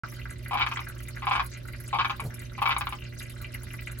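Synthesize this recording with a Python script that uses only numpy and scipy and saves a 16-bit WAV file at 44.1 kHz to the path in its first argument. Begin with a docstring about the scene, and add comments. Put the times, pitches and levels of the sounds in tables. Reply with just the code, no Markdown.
"""Tree frogs in a glass tank, close to the microphone. From the start a pump hums under faint room air,
and water and sticky skin make small wet pops and ticks. Half a second in, one frog gives the first of
four croaks: uneven pulses ring its throat and the tank in short rattles, then break up into clucks.
As the third croak ends, a frog bumps the wall. After the fourth, the last second is left to the water,
the skin and the pump."""
import sys
import numpy as np
from scipy import signal
from scipy.fft import rfft, irfft
from scipy.io import wavfile

SR = 44100
rng = np.random.default_rng(int(sys.argv[2]) if len(sys.argv) > 2 else 0)


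def output_pcm(signal):
    """Save a mono or channel-first signal as 16-bit PCM at the path in sys.argv[1].

    Samples are clipped to [-1, 1] before scaling.
    """
    pcm = np.clip(np.atleast_2d(signal).T, -1, 1) * 32767
    wavfile.write(sys.argv[1], SR, np.round(pcm).astype(np.int16))


N = 176400
BAND_LIMIT_HZ = 16100


def amp(db):
    """Decibels to gain."""
    return 10 ** (np.asarray(db) / 20)


def unit_rms(x):
    """Scales to rms 1."""
    return x / np.sqrt(np.mean(x ** 2) + 1e-20)


def curve_at(points, hz):
    """Reads a table on a log-frequency axis."""
    freqs, values = np.transpose(points)
    return np.interp(np.log(hz + 1), np.log(freqs), values)


def add(mix, start_s, sound):
    """Mixes a sound in at a time."""
    part = mix[max(round(start_s * SR), 0):][:len(sound)]
    part += sound[:len(part)]


def delay(x, lag_s):
    """The same sound a moment later."""
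    return irfft(rfft(x) * np.exp(-2j * np.pi * np.fft.rfftfreq(N, 1 / SR) * lag_s), N)


def colour(x, spectrum, size=8192):
    """Minimum-phase filter with the given spectrum."""
    hz = abs(np.fft.fftfreq(size, 1 / SR))
    log_gain = np.log(amp(curve_at(spectrum, hz)))
    response = np.exp(np.conj(signal.hilbert(log_gain)))
    impulse = np.fft.ifft(response).real[:size // 2]
    return signal.fftconvolve(x, impulse)[:N]


def blip(hz, cycles):
    """A short damped tone that peaks after the given number of cycles."""
    turns = hz * np.arange(SR // 50) / SR
    return turns / cycles * np.exp(1 - turns / cycles) * np.sin(2 * np.pi * turns)


def mode(hz, t60_s, lag_s=0):
    """The ring of one resonance, with gain 1 at its pitch."""
    t = np.arange(SR // 4) / SR
    decay = np.log(1000) / t60_s
    return 2 * decay / SR * np.exp(-decay * t) * np.cos(2 * np.pi * hz * (t - lag_s))


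def shower(per_s, hz, octaves, floor_db, spread_db):
    """Random pops, mostly small, a few larger: start_s, pitch_hz, level_db."""
    when, rank, size = rng.random((int(per_s * N / SR), 3)).T
    pitch_hz = hz * 2 ** (octaves * np.log(rank / (1 - rank)) / 2)
    level_db = floor_db + spread_db * np.minimum(-np.log(size), 3.5)
    return list(zip(when * N / SR, np.minimum(pitch_hz, BAND_LIMIT_HZ), level_db))


# Air in the room around the tank: frequency_hz, gain_db
AIR_SPECTRUM = [(330, 9.5), (480, -0.5), (600, 10), (740, -12), (1600, -8), (4000, -11), (16000, -27)]

def room_air(level_db=-52):
    """A faint wash of air, different on each side of the microphone."""
    return amp(level_db) * np.array([unit_rms(colour(rng.standard_normal(N), AIR_SPECTRUM))
                                     for _ in range(2)])


# Mains harmonics of the pump: pitch_hz, level_db
PUMP_HUM = [(59.5, -50), (120, -42.5), (240, -59.5), (360, -59.5)]
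# Its rumble: frequency_hz, gain_db
RUMBLE_SPECTRUM = [(20, -21), (38, -9.5), (56, 5), (74, -3), (96, -1.5), (180, -13), (480, -33),
                   (1200, -84)]

def pump(pan_db=1.74):
    """Mains hum and low rumble, a little to the right of the microphone."""
    t = np.arange(N) / SR
    hum = sum(amp(db) * np.sqrt(2) * np.sin(2 * np.pi * (hz * t + rng.random())) for hz, db in PUMP_HUM)
    rumble = amp(-45.5) * unit_rms(colour(rng.standard_normal(N), RUMBLE_SPECTRUM, size=32768))
    return (hum + rumble) * amp([[-pan_db], [pan_db]])


# Echo decay inside the tank: frequency_hz, t60_s
GLASS_DECAY = [(600, 0.11), (1300, 0.16), (3500, 0.093), (10000, 0.056)]

def glass_echoes(x, size=12000):
    """Dense reflections between the glass walls, different left and right."""
    t = np.arange(size) / SR
    taps = rng.choice([-1., 1.], (2, size)) * (rng.random((2, size)) < .2) * (t > .001)
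    hz, age_s, spectra = signal.stft(taps, SR, nperseg=128)
    fade = amp(-60 * age_s / curve_at(GLASS_DECAY, hz)[:, None])
    tail = signal.istft(spectra * fade, SR, nperseg=128)[1]
    tail /= np.linalg.norm(tail, axis=1, keepdims=True)
    return signal.fftconvolve(x[None], tail, axes=1)[:, :N]


# Damp skin peeling off: start_s, pitch_hz, relative_db
SKIN_PEELS = [(.73, 6200, 0.5), (1.33, 6800, -1), (1.51, 6300, -0.28), (3.175, 4500, 3)]

def wet_crackle(cycles=2.2, peel_s=.029):
    """A fine wet fizz, with a cluster of ten clicks wherever skin peels off."""
    crackle = np.zeros(N)
    for start_s, hz, db in shower(per_s=160, hz=4500, octaves=.39, floor_db=-51.5, spread_db=3):
        add(crackle, start_s, amp(db) * blip(hz, cycles))
    for start_s, hz, db in SKIN_PEELS:
        for when, pitch, size in rng.random((10, 3)):
            click = size * amp(db - 37) * blip(hz * 2 ** (pitch - .5), cycles)
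            add(crackle, start_s + peel_s * when, click)
    return crackle


# Larger bubbles: start_s, pitch_hz, relative_db
LARGE_BUBBLES = [(0.036, 1376, 7), (.196, 2000, -4.5), (.255, 1585, 1.5), (.309, 1600, -4), (0.46, 1880, 2),
                 (0.76, 1910, 5.5), (0.869, 1630, 1.5), (1.17, 1700, 1.5), (1.745, 1840, -2.5),
                 (3.218, 2470, 1), (3.445, 2480, 4.5), (3.547, 2096, 2), (3.705, 2530, -1.5),
                 (3.79, 2170, -1), (3.872, 2190, 6.5)]
# Resonances of the space over the water: pitch_hz, relative_db
OVER_WATER_MODES = [(1490, 2.5), (1640, -3), (1790, -7), (2010, 3.5), (2360, 2.5), (2780, 8)]

def bubbles():
    """Bubbles plink and ring the space over the water; pops and crackle reach the mic off the glass."""
    pops, plinks = np.zeros((2, N))
    large = [(start_s, hz, db - 31) for start_s, hz, db in LARGE_BUBBLES]
    simmer = shower(per_s=95, hz=1985, octaves=.32, floor_db=-47.5, spread_db=4)
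    for start_s, hz, db in large + simmer:
        add(pops, start_s, amp(db) * blip(hz, cycles=.61))
        add(plinks, start_s, amp(db - 9) * blip(hz, cycles=3.2))
    space = sum(amp(db + 5.5) * mode(hz, t60_s=.06) for hz, db in OVER_WATER_MODES)
    ring = signal.fftconvolve(pops, space)[:N]
    return plinks + ring + glass_echoes(pops + wet_crackle())


# Sharp wet ticks: start_s, pitch_hz, relative_db
SHARP_TICKS = [(0.305, 9100, -7.5), (0.482, 11300, -7.5), (0.543, 11900, -8.5), (1.084, 9500, -6),
               (1.536, 6400, -11.5), (2.687, 11900, -5), (2.783, 9800, 2.5), (2.892, 10000, -7),
               (3.297, 10300, -8), (3.543, 11300, -3), (3.633, 10200, -7), (3.918, 10700, -7.5),
               (3.988, 11800, -2.5)]

def spatter():
    """Tiny bright ticks of water and wet skin, reaching the two microphone ports out of step."""
    ticks = np.zeros(N)
    sharp = [(start_s, hz, db - 23) for start_s, hz, db in SHARP_TICKS]
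    faint = shower(per_s=70, hz=11480, octaves=.43, floor_db=-47.5, spread_db=5.5)
    for start_s, hz, db in sharp + faint:
        add(ticks, start_s, amp(db) * blip(hz, cycles=.94))
    left = ticks + amp(6.5) * glass_echoes(ticks)[0]
    return np.array([left, -delay(left, lag_s=.000224)])


# The two contacts of one bump on the wall: start_s, relative_db
BUMP_CONTACTS = [(2.222, -0.5), (2.249, 4)]
# Its dull thud: frequency_hz, gain_db
THUD_SPECTRUM = [(40, -14), (110, 2.5), (300, -10.5), (650, -16.5), (2500, -41)]

def wall_bump(decay_s=.03):
    """A frog's soft body thuds against the glass, heard in the centre."""
    t = np.arange(SR // 4) / SR
    contacts = np.zeros(N)
    for start_s, db in BUMP_CONTACTS:
        add(contacts, start_s, amp(db - 13.5) * np.exp(-t / decay_s) * rng.standard_normal(len(t)))
    return colour(contacts, THUD_SPECTRUM)


# Air modes of the tank at the microphone: pitch_hz, left_db, right_db
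TANK_MODES = [(824.6, 16.5, 5.5), (935.6, 11, 4), (1067, 11.5, 7), (1115, 5.5, 8), (1186, 14, 12.5),
              (1361, 11, 9), (1601, 14.5, 1), (2281, 17, 11.5), (2583, 10, 6.5), (2990, 12.5, 7.5),
              (3770, 13.5, 3)]

def tank_ring(x, t60_s=.072):
    """The air in the tank rings on at its modes, a little later on the right."""
    left = sum(amp(db) * mode(hz, t60_s) for hz, db, _ in TANK_MODES)
    right = sum(amp(db) * mode(hz, t60_s, lag_s=.00016) for hz, _, db in TANK_MODES)
    return signal.fftconvolve(x[None], np.array([left, right]), axes=1)[:, :N]


# Rattles and clucks of the four croaks: start_s, length_s, relative_db, brightness_db
CROAK_RATTLES = [(0.51, .014, -6, -2.5), (0.532, .025, -0.5, -2.5), (0.573, .016, -2.5, 3.5),
                 (0.598, .011, -0.5, 1.5), (0.611, .018, 1, 5), (0.633, .002, 2, 2), (0.665, .008, 0, 3),
                 (0.715, .012, -3.5, 2.5), (0.772, .002, -3.5, 4.5), (0.792, .002, -5, 2),
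                 (1.222, .025, -11, 0.5), (1.269, .013, 1, -1), (1.287, .002, 1, -2.5),
                 (1.311, .013, 4, -0.5), (1.325, .012, -1, 1.5), (1.353, .014, 1.5, 1.5),
                 (1.379, .002, -0.5, -1), (1.396, .008, 3, 2), (1.404, .002, 2, -1),
                 (1.929, .033, -1, -2.5), (1.987, .033, 3, 2), (2.047, .009, 1.5, 3.5),
                 (2.097, .015, -1, 2), (2.197, .009, -6, 1), (2.58, .017, -11, 0.5), (2.618, .016, 2, -1.5),
                 (2.657, .009, 3.5, 1.5), (2.675, .002, 2, 1), (2.693, .002, 4.5, 1), (2.707, .024, 2, 3.5),
                 (2.765, .002, 3, 1), (2.810, .008, -0.5, 2.5), (2.870, .002, -0.5, 2),
                 (2.925, .01, -6, 0.5)]
# Resonance of the throat: frequency_hz, gain_db
THROAT_SPECTRUM = [(430, -24), (680, -7.5), (800, -1), (1150, 1), (1900, -7.5)]
# Rasp of the pulses: frequency_hz, gain_db
RASP_SPECTRUM = [(600, -25.5), (1400, -6), (1900, -13), (2300, -3.5), (3000, -8.5), (3900, -12.5),
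                 (4120, -23), (4600, -17), (5200, -26.5), (10000, -52)]

def croaks(base_gap_s=.0049, base_hz=1136, sag_db_per_s=67):
    """Close up, uneven pulses strike a frog's throat; brighter rattles are higher, slower and raspier."""
    tones, clicks = np.zeros((2, N))
    t = np.arange(SR // 100) / SR
    for start_s, length_s, db, bright_db in CROAK_RATTLES:
        jitter, bend = rng.standard_normal((2, 16))
        fuzz = .14 * rng.standard_normal((16, len(t))) * np.exp(-t / .0026)  # noise after each click
        gap_s = base_gap_s * 2 ** (.1 * bright_db)
        for k in range(1 + int(length_s / gap_s)):
            after_s = gap_s * (k + .12 * jitter[k] * (k > 0))
            push = amp(db - sag_db_per_s * after_s)
            hz = base_hz * 2 ** (.17 * bright_db + .07 * bend[k])
            add(tones, start_s + after_s, push * amp(-21.5) * blip(hz, cycles=.31))
            add(clicks, start_s + after_s, push * amp(bright_db - 2.5) * ((t == 0) + fuzz[k]))
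    throat = colour(tones, THROAT_SPECTRUM)
    rasp = colour(clicks, RASP_SPECTRUM)
    voice = throat + rasp
    direct = throat + amp(4) * rasp  # more rasp on the straight path to the microphone
    close = np.array([direct, delay(direct, lag_s=.00009)])
    return close + amp(3) * glass_echoes(voice) + tank_ring(voice)


def scene():
    """Frogs and water in the tank, with the pump and the room behind them."""
    return croaks() + bubbles() + spatter() + wall_bump() + pump() + room_air()


def record(dry):
    """The stereo microphone opens after 35 ms and cuts off the highest treble."""
    opened = dry * (np.arange(N) / SR > .035)
    lowpass = signal.firwin(255, BAND_LIMIT_HZ, window=("kaiser", 9), fs=SR)
    return signal.oaconvolve(opened, lowpass[None], "same")


dry = scene()
out = record(dry)
output_pcm(out)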